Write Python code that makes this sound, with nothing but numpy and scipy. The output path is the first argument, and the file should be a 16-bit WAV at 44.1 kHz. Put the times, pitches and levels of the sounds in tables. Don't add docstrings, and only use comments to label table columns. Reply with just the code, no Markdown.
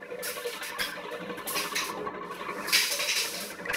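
import sys
import numpy as np
from scipy import signal
from scipy.fft import rfft, irfft
from scipy.io import wavfile
from scipy.ndimage import uniform_filter1d

SR = 44100
rng = np.random.default_rng(int(sys.argv[2]) if len(sys.argv) > 2 else 0)


def generate_wav(sig):
    pcm = np.round(np.clip(np.atleast_2d(sig).T, -1, 1) * 32767).astype(np.int16)
    wavfile.write(sys.argv[1], SR, pcm)


N = 165816

# pitch in Hz, level in dB, T60 in seconds.
LOW_MODES = [(158.9, -8, 0.23), (181.2, 3.5, 0.27), (209.7, -1, 0.42), (249, -3, 0.3), (298.2, 4, 0.29),
             (316.3, 4.5, 0.11)]
HOLLOW_MODES = [(359.4, -3.5, 0.17), (384.4, -9, 0.23), (413.8, 1.5, 0.33), (432, -13, 0.36)]
BOOM_MODES = [(449, -4, 0.17), (487, 6, 0.33), (525, 0.5, 0.21), (566, 0, 0.17), (594.5, 3.5, 0.25),
              (687.3, -3, 0.084)]
# pitch in Hz, level in dB, T60 in seconds.
CLANK_MODES = [(926, 8, 0.053), (933, 0.5, 0.4), (1001, 4.5, 0.096), (1043, 7.5, 0.11), (1123, 0.5, 0.061),
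               (1135, 11.5, 0.054), (1292, 1, 0.09)]
# pitch in Hz, level in dB, T60 in seconds.
RATTLE_MODES = [(1358, -11, 0.1), (1440, -2.5, 0.49), (1573, -9, 0.049), (1513, -8, 0.28),
                (1754, 3.5, 0.17), (2032, 1, 0.039), (2290, -1, 0.12), (2465, -3, 0.23)]
# pitch in Hz, level in dB, T60 in seconds.
RING_MODES = [(2266, -3, .3), (2325, -6, .25), (2410, -6, .35), (2497, -3, .4), (2586, 1, .45),
              (2652, -4, .4), (2718, -4, .4), (3888, -2, .33), (3969, -2, .33), (4824, -4, .35),
              (4847, 0, .38), (4932, -7, .3), (5298, -3, .4), (5822, -4, .4)]

# frequency in Hz, level in dB.
BODY_COLOUR = [(25, -59), (36, -53), (46, -1), (62, -17), (80, -18.5), (120, -5.5), (200, -19), (450, -6),
               (600, -6), (750, -9), (1000, -4.5), (2000, -72)]
CLANK_COLOUR = [(600, -1), (780, -9), (920, -3.5), (1120, 4), (1220, -9.5), (1400, 2.5), (2500, -49)]
RATTLE_COLOUR = [(600, -9.5), (1250, 0.5), (1500, 1), (1750, 6), (1900, -3), (2500, -1.5), (3100, -12.5),
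                 (3600, 1), (4100, 4), (4500, -28), (6000, -34), (9000, -49), (16000, -58)]
WALL_COLOUR = [(600, -18.5), (1300, 6.5), (3000, 3), (8000, -20)]
FINE_COLOUR = [(1800, -30), (2800, -1.5), (3300, -5), (3650, 2), (4100, -5), (4500, -16.5), (6000, -12),
               (9000, -25.5), (16000, -29)]
TICK_COLOUR = [(2800, 4), (3650, -2.5), (4100, -1.5), (16000, -6.5)]
SCRAPE_COLOUR = [(300, -2), (1000, -8), (2800, -12.5), (4500, -7), (8000, -23), (16000, -38)]
CLATTER_COLOUR = [(200, -22), (900, -25), (1500, 0.5), (1800, 4.5), (2150, 9), (2550, 9.5), (2900, 7),
                  (3450, -0.5), (3950, 8.5), (4350, 0), (4900, 6.5), (5600, 2), (6200, 0.5), (7300, -10.5),
                  (10000, -14), (16000, -42)]
GRIT_COLOUR = [(500, -11.5), (2000, -1), (3200, 0.5), (4300, 4.5), (5200, 6), (6200, 4.5), (7400, 0),
               (8300, 4), (9100, 1.5), (10300, 8.5), (11500, 5.5), (13500, 2), (15700, -1.5)]

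# time in seconds, level in dB.
RUMBLE_LEVEL = [(0, -53), (.65, -54), (1.0, -48.5), (1.14, -50.5), (1.28, -40.5), (1.42, -49.5),
                (1.6, -42.5), (1.7, -48), (1.82, -46), (2.08, -42.5), (2.25, -47), (2.45, -48.5),
                (2.58, -43), (2.75, -46), (2.88, -58), (3.02, -48.5), (3.12, -60.5), (3.4, -45),
                (3.54, -50), (3.63, -44), (3.76, -57)]
HOLLOW_LEVEL = [(0, -51), (.75, -53), (1.2, -57), (1.42, -43), (1.62, -45), (1.69, -45), (1.78, -45),
                (2.0, -40), (2.2, -43), (2.6, -41.5), (2.85, -48.5), (3.76, -51)]
BOOM_LEVEL = [(0, -40.5), (.15, -34.5), (.5, -37), (.62, -44), (.75, -44.5), (.82, -34), (.93, -45),
              (1.0, -34), (1.3, -35), (1.5, -36.5), (1.6, -33.5), (1.72, -46), (2, -36), (2.25, -40.5),
              (2.57, -35), (2.85, -46.5), (3, -32.5), (3.15, -43), (3.4, -33.5), (3.56, -44.5), (3.68, -33)]
CLANK_LEVEL = [(0, -46), (.1, -54), (.26, -45.5), (.38, -48), (.55, -44.5), (.75, -41), (.86, -39),
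               (.95, -45), (1.05, -35), (1.2, -47), (1.45, -40), (1.58, -37), (1.7, -39), (1.85, -35.5),
               (2.27, -41), (2.55, -34.5), (2.75, -37.5), (2.88, -44.5), (3.02, -38), (3.2, -42),
               (3.6, -50.5), (3.76, -36.5)]
RATTLE_LEVEL = [(0, -43), (.3, -37.5), (.6, -36), (.75, -37.5), (.86, -39), (1.0, -37), (1.15, -38.5),
                (1.36, -38.5), (1.6, -38), (1.9, -40.5), (2.12, -42.5), (2.28, -42), (2.52, -34.5),
                (2.7, -33), (2.92, -40), (3.35, -41), (3.63, -41), (3.76, -26)]
FINE_LEVEL = [(0, -65.5), (.2, -59), (.4, -46.5), (.55, -43.5), (.75, -50), (.97, -53), (1.05, -48.5),
              (1.25, -50.5), (1.43, -51), (1.55, -42.5), (1.9, -51), (2.11, -61.5), (2.28, -58.5),
              (2.41, -47), (2.62, -67), (3.45, -55), (3.63, -65)]

# start in seconds, length in seconds, lower and upper resonance in Hz, level in dB.
RASPS = [(0.79, 0.04, 1630, 2120, -29), (0.813, 0.057, 1600, 3330, -35.5),
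         (0.864, 0.103, 1610, 1500, -38.5), (3.651, 0.0077, 1900, 2010, -35.5),
         (3.685, 0.028, 1620, 2570, -29.5), (3.704, 0.024, 1000, 2450, -35),
         (3.736, 0.02, 1990, 2790, -29.5)]
# start in seconds, pitch in Hz, level in dB.
THUDS = [(.112, 485, -35.5), (.18, 509, -36.5), (.28, 498, -40.5), (.445, 477, -32), (1.04, 418, -42.5),
         (1.143, 478.4, -39), (1.56, 400, -42), (1.722, 418.5, -41.5), (2.0, 422, -36), (2.922, 571, -37.5),
         (3.012, 585, -44), (3.205, 456, -42)]
# start in seconds, pitch in Hz, level in dB.
CLANKS = [(.368, 1120, -38.5), (1.297, 1115, -43), (1.545, 1114, -34.5), (1.895, 1122, -40.5),
          (2.205, 1110, -38), (2.297, 1120, -40), (2.399, 1100, -38), (2.485, 1110, -36.5),
          (2.575, 1040, -40.5)]
# start in seconds, level in dB, build-up in seconds,
# chatter decay in seconds, tilt in dB per octave, lower and upper resonance of the spot in Hz,
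# level of the bounces in dB.
CLATTERS = [(0.246, -42.5, 0.0064, .046, -5.5, 1780, 5330, -39),
            (0.629, -40.5, 0.011, .02, -2, 2690, 5470, -49),
            (.796, -36, .011, 0.016, -6, 3374, 5040, -32.5),
            (1.551, -30, 0.012, 0.0073, -2, 4050, 5170, -37),
            (1.7557, -32.5, 0.0011, 0.018, -4, 2180, 4060, -31),
            (1.76, -35.5, 0.0042, 0.032, -1, 5810, 6230, -35.5),
            (2.681, -42.5, 0.0082, .013, 7, 4100, 5200, -40),
            (2.7273, -22, 0.00081, 0.077, 2, 2454, 4800, -24.5),
            (2.911, -34.5, .001, 0.01, 6.5, 5250, 6060, -33.5),
            (2.992, -31, 0.004, 0.032, 1, 2270, 2670, -34.5),
            (3.078, -26.5, 0.006, 0.03, 3, 2540, 5720, -29.5),
            (3.156, -28, 0.0036, 0.038, 4, 2330, 5400, -36.5),
            (3.345, -40.5, .003, 0.057, 0.5, 4180, 5320, -39)]
# start in seconds, length in seconds, level in dB,
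# fade in dB per second (below zero it swells), extra treble in dB.
SLIDES = [(0, .254, -64.5, -17, -7.5), (.224, 0.075, -37, 16, 4), (0.296, 0.15, -40.5, 66, 1.5),
          (0.458, .12, -40, 44, -4), (.56, 0.062, -53, 62, -4), (.623, 0.073, -38, 61, -1),
          (.695, 0.081, -54, 90, -2), (0.784, .13, -38, 94, 3.5), (0.924, .22, -54.5, 57, -5.5),
          (1.105, 0.34, -51, 102, -2), (1.254, 0.14, -66.5, -3, -2), (1.368, 0.021, -53, 40, 5.5),
          (1.385, .11, -59, 20, -0.5), (1.47, 0.14, -36, 93, 8.5), (1.566, 0.17, -34, 63, -3),
          (1.746, .081, -33, 145, -0.5), (1.834, 0.069, -38.5, 83, 0.5), (1.908, .16, -57, 42, -6),
          (2.24, 0.086, -61, -40, -9), (2.306, .18, -52.5, 35, -5), (2.339, 0.015, -54, 40, 6),
          (2.486, .18, -54, -56, -7.5), (2.669, 0.045, -37.5, 32, 1.5), (2.72, .18, -24, 66, -3),
          (2.906, 0.023, -27.5, 40, -2), (2.927, .22, -33.5, 27.5, -3.5), (3.152, .24, -29.5, 37, -6),
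          (3.396, .12, -35, 67, -3), (3.507, .25, -47.5, 56, -11), (3.729, 0.034, -31.5, 57, -5.5)]

TOOTH_HZ, FIRST_TOOTH_S = 11.77, 0.016
TOOTH_ATTACK_S, TOOTH_FALL_S, TOOTH_SCATTER_DB = 0.0052, 0.027, 2
GRAINS_PER_S, GRAIN_SPREAD_DB = 700, -1
THROB_RISE_CYCLES, THROB_SPREAD_DB, THROB_DETUNE, THROB_SCATTER_S = 5.5, 3, .018, .013
STIR_DB = -5
RUMBLE_DB, BODY_DB, HOLLOW_DB, BOOM_DB = -1.5, -5, -3.5, -7.5
CLANK_DB, FRAME_DB, RATTLE_DB, WALL_DB, FINE_DB, FINE_GRIT_DB = -7, -6, -8, -10, -6.5, -7
RATTLE_ROLLING = .55
KNOCK_RISE_S, KNOCK_T60_S, KNOCK_SPREAD_DB = 0.0012, 0.094, 12.5
THUD_RISE_S, THUD_T60_S, THUD_GRAIN_DB = 0.021, 0.18, -12.5
CLANK_RISE_S, CLANK_T60_S, CLANK_FRAME_DB = 0.015, 0.081, -8.5
SHELL_T60_S, RING_DB = 0.33, -6
BOUNCE_GAP_S, BOUNCE_T60_S, BOUNCE_DETUNE, BOUNCE_FALL_S = .007, .035, .05, .052
SLIDE_ATTACK_S, SLIDE_STOP_S, GRIT_TREBLE_HZ = 0.011, 0.011, 8150
AIR_DB, TOP_HZ = -78, 15600


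def teeth():
    starts = FIRST_TOOTH_S + np.arange(N / SR * TOOTH_HZ) / TOOTH_HZ
    force = undb(TOOTH_SCATTER_DB * rng.standard_normal(size=64))
    return sum(f * blow(s, TOOTH_ATTACK_S, TOOTH_FALL_S) for s, f in zip(starts, force))


def drum(jolts, rolling=1.0):
    rumble = undb(RUMBLE_DB) * throb(jolts, LOW_MODES)
    shaking = (jolts + rolling) * grains(rate=2700, spread_db=-4.5)
    body = undb(BODY_DB) * unit(colour(shaking, BODY_COLOUR)) * lumpy()
    hollow = undb(HOLLOW_DB) * throb(jolts, HOLLOW_MODES)
    boom = undb(BOOM_DB) * throb(jolts, BOOM_MODES)
    low = (rumble + body) * follow(RUMBLE_LEVEL)
    return low + hollow * follow(HOLLOW_LEVEL) + boom * follow(BOOM_LEVEL)


def throb(jolts, table):
    out = np.zeros(N)
    for s in FIRST_TOOTH_S + np.arange(-1, N / SR * TOOTH_HZ) / TOOTH_HZ:
        for hz, db, t60 in table:
            size, detune, lag = rng.standard_normal(3)
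            tone = ping(hz * (1 + THROB_DETUNE * detune), THROB_RISE_CYCLES / hz, t60)
            add(out, s + THROB_SCATTER_S * lag, undb(db + THROB_SPREAD_DB * size) * tone)
    return unit(unit(out) + undb(STIR_DB) * stirred(jolts + 1, modes(table)))


def lumpy(rate=30, depth_db=3):
    knots = np.clip(rng.standard_normal(size=512), -2, 2)
    wobble = np.interp(seconds() * rate, np.arange(len(knots)), knots)
    return unit(undb(depth_db * wobble))


def clanking(jolts, rolling=1.0):
    taps = knocks(count=240, low_hz=721, high_hz=1320, t60=KNOCK_T60_S, spread_db=KNOCK_SPREAD_DB)
    taps = unit(colour((jolts + rolling) * taps, CLANK_COLOUR))
    frame = stirred(jolts + rolling, modes(CLANK_MODES))
    return (undb(CLANK_DB) * taps + undb(FRAME_DB) * frame) * follow(CLANK_LEVEL)


def rattle(jolts):
    shaking = jolts + RATTLE_ROLLING
    taps = knocks(count=1100, low_hz=1296, high_hz=2747, t60=0.055, spread_db=10.0)
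    taps = unit(colour(shaking * taps, RATTLE_COLOUR))
    wall = unit(colour(stirred(shaking, modes(RATTLE_MODES)), WALL_COLOUR))
    return (undb(RATTLE_DB) * taps + undb(WALL_DB) * wall) * follow(RATTLE_LEVEL)


def fine_rattle(jolts):
    ticks = knocks(count=2200, low_hz=2740, high_hz=4346, t60=.035, spread_db=8.5)
    grinding = unit(colour(grains(rate=8000, spread_db=3.5), FINE_COLOUR))
    pieces = undb(FINE_DB) * ticks + undb(FINE_GRIT_DB) * grinding
    return unit(colour((jolts + RATTLE_ROLLING) * pieces, TICK_COLOUR)) * follow(FINE_LEVEL)


def knocks(count, low_hz, high_hz, t60, spread_db):
    t = np.arange(SR // 10) / SR
    fade = (1 - np.exp(-t / KNOCK_RISE_S)) * np.exp(-np.log(1000) * t / t60)
    out = np.zeros(N + len(t))
    for k, (when, pitch, size) in enumerate(rng.random((count, 3))):
        i = int((k + when) / count * N)
        gain = undb(spread_db * min(-np.log(1 - size), 2))
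        hz = low_hz + (high_hz - low_hz) * pitch
        out[i:i + len(t)] += gain * fade * np.sin(2 * np.pi * hz * t)
    return unit(out[:N])


def stirred(jolts, response):
    return unit(ring(jolts * grains(GRAINS_PER_S, GRAIN_SPREAD_DB), response))


def rasps(upper_db=-1, scrape_db=-14):
    out = 0
    for s, length, lower_hz, upper_hz, db in RASPS:
        swell = np.sin(np.pi * np.clip((seconds() - s) / length, 0, 1))
        slips = swell * grains(rate=3200, spread_db=3.5)
        tone = ring(slips, modes([(lower_hz, 0, .035), (upper_hz, upper_db, .03)]))
        scrape = crest(tone) + undb(scrape_db) * crest(slips)
        out = out + undb(db) * crest(colour(scrape, SCRAPE_COLOUR))
    return out


def thuds():
    return impacts(THUDS, BOOM_MODES, THUD_RISE_S, THUD_T60_S, THUD_GRAIN_DB)


def clanks():
    return impacts(CLANKS, CLANK_MODES, CLANK_RISE_S, CLANK_T60_S, CLANK_FRAME_DB)


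def impacts(rows, table, rise, t60, rest_db):
    out, response = np.zeros(N), modes(table)
    for s, hz, db in rows:
        push = np.pad(rng.standard_normal(size=256), (0, SR // 2))
        add(out, s, undb(db) * crest(ping(hz, rise, t60)))
        add(out, s, undb(db + rest_db) * crest(ring(push, response)))
    return out


def clatters():
    rings, out = modes(RING_MODES), 0
    for s, db, attack, fall, tilt_db, lower_hz, upper_hz, bounce_db in CLATTERS:
        hits = blow(s, attack, fall) * grains(rate=1400, spread_db=9.5)
        steel = crest(colour(ring(hits, sheet(SHELL_T60_S)), CLATTER_COLOUR, tilt_db))
        shell = steel + undb(RING_DB) * crest(ring(hits, rings))
        skips = bounces(s, attack, (lower_hz, upper_hz))
        out = out + undb(db) * crest(shell) + undb(bounce_db) * skips
    return out


def bounces(start, attack, pitches, count=32, rise=0.00015, spread_db=2.0):
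    out, age = np.zeros(N), 0
    for gap, size in rng.random((count, 2)):
        build_up = min((age + BOUNCE_GAP_S / 2) / attack, 1)
        force = build_up * np.exp(-age / BOUNCE_FALL_S) * undb(spread_db * (2 * size - 1))
        for hz in pitches:
            shifted_hz = hz * (1 + BOUNCE_DETUNE * rng.standard_normal())
            add(out, start + age, force * ping(shifted_hz, rise, BOUNCE_T60_S))
        age += BOUNCE_GAP_S * (.5 + gap)
    return crest(out)


def slides():
    coarse, fine = 0, 0
    for s, length, db, fade_db, treble_db in SLIDES:
        age = np.maximum(seconds() - s, 0)
        onset = np.minimum(age / SLIDE_ATTACK_S, 1)
        stop = np.exp(-np.clip(age - length, 0, 1) / SLIDE_STOP_S)
        flow = onset * undb(db - fade_db * np.minimum(age, length)) * stop
        coarse = coarse + flow ** 2
        fine = fine + (undb(treble_db) * flow) ** 2
    grit = unit(colour(grains(rate=17000, spread_db=3), GRIT_COLOUR))
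    high_pass = signal.butter(2, GRIT_TREBLE_HZ, "high", fs=SR, output="sos")
    treble = signal.sosfiltfilt(high_pass, grit)
    return np.sqrt(coarse) * (grit - treble) + np.sqrt(fine) * treble


def air():
    return undb(AIR_DB) * rng.standard_normal(N)


def undb(db):
    return 10 ** (np.asarray(db) / 20)


def unit(x):
    return x / np.sqrt(np.mean(x ** 2) + 1e-20)


def crest(x):
    return x / np.sqrt(uniform_filter1d(x ** 2, size=882).max() + 1e-20)


def seconds():
    return np.arange(N) / SR


def follow(curve):
    return undb(np.interp(seconds(), *np.array(curve).T))


def colour(x, points, tilt_db=0):
    size = 2 ** 13
    octave = np.log2(np.maximum(np.arange(size // 2 + 1) * SR / size, 1))
    hz, db = np.array(points, float).T
    tilted = db + tilt_db * np.log2(hz / hz.mean())
    cepstrum = irfft(np.log(undb(np.interp(octave, np.log2(hz), tilted))))
    cepstrum[1:size // 2] *= 2
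    cepstrum[size // 2 + 1:] = 0
    return ring(x, irfft(np.exp(rfft(cepstrum))))


def ring(x, response):
    return signal.fftconvolve(x, response)[:len(x)]


def modes(table):
    t = np.arange(SR // 2) / SR
    out = 0
    for k, (hz, db, t60) in enumerate(table):
        fade = np.exp(-np.log(1000) * t / t60)
        gain = (-1) ** k * undb(db) / np.sqrt(t60)
        out = out + gain * fade * np.sin(2 * np.pi * hz * t)
    return out


def sheet(t60):
    t = np.arange(SR // 2) / SR
    return rng.standard_normal(len(t)) * np.exp(-np.log(1000) * t / t60)


def grains(rate, spread_db):
    size = undb(spread_db * np.clip(rng.standard_normal(N), -2, 2))
    return unit((rng.random(N) < rate / SR) * size * rng.choice([-1, 1], N))


def blow(start, attack, fall):
    age = np.maximum(seconds() - start, 0)
    return np.minimum(age / attack, 1) * np.exp(-np.maximum(age - attack, 0) / fall)


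def ping(hz, rise, t60):
    t = np.arange(int((rise + t60) * SR)) / SR
    swell = np.sin(np.pi / 2 * np.minimum(t / rise, 1))
    fade = np.exp(-np.log(1000) * np.maximum(t - rise, 0) / t60)
    return swell * fade * np.sin(2 * np.pi * (hz * t + rng.random()))


def add(out, start, sound):
    i = int(start * SR)
    part = sound[max(-i, 0):max(N - i, 0)]
    out[max(i, 0):max(i, 0) + len(part)] += part


def scene():
    jolts = teeth()
    machine = drum(jolts) + clanking(jolts) + rattle(jolts) + fine_rattle(jolts) + rasps()
    load = thuds() + clatters() + slides()
    return (machine + clanks() + load + air())[None]


def record(dry):
    return signal.sosfilt(signal.ellip(10, .2, 80, TOP_HZ, fs=SR, output="sos"), dry)


dry = scene()
out = record(dry)
generate_wav(out)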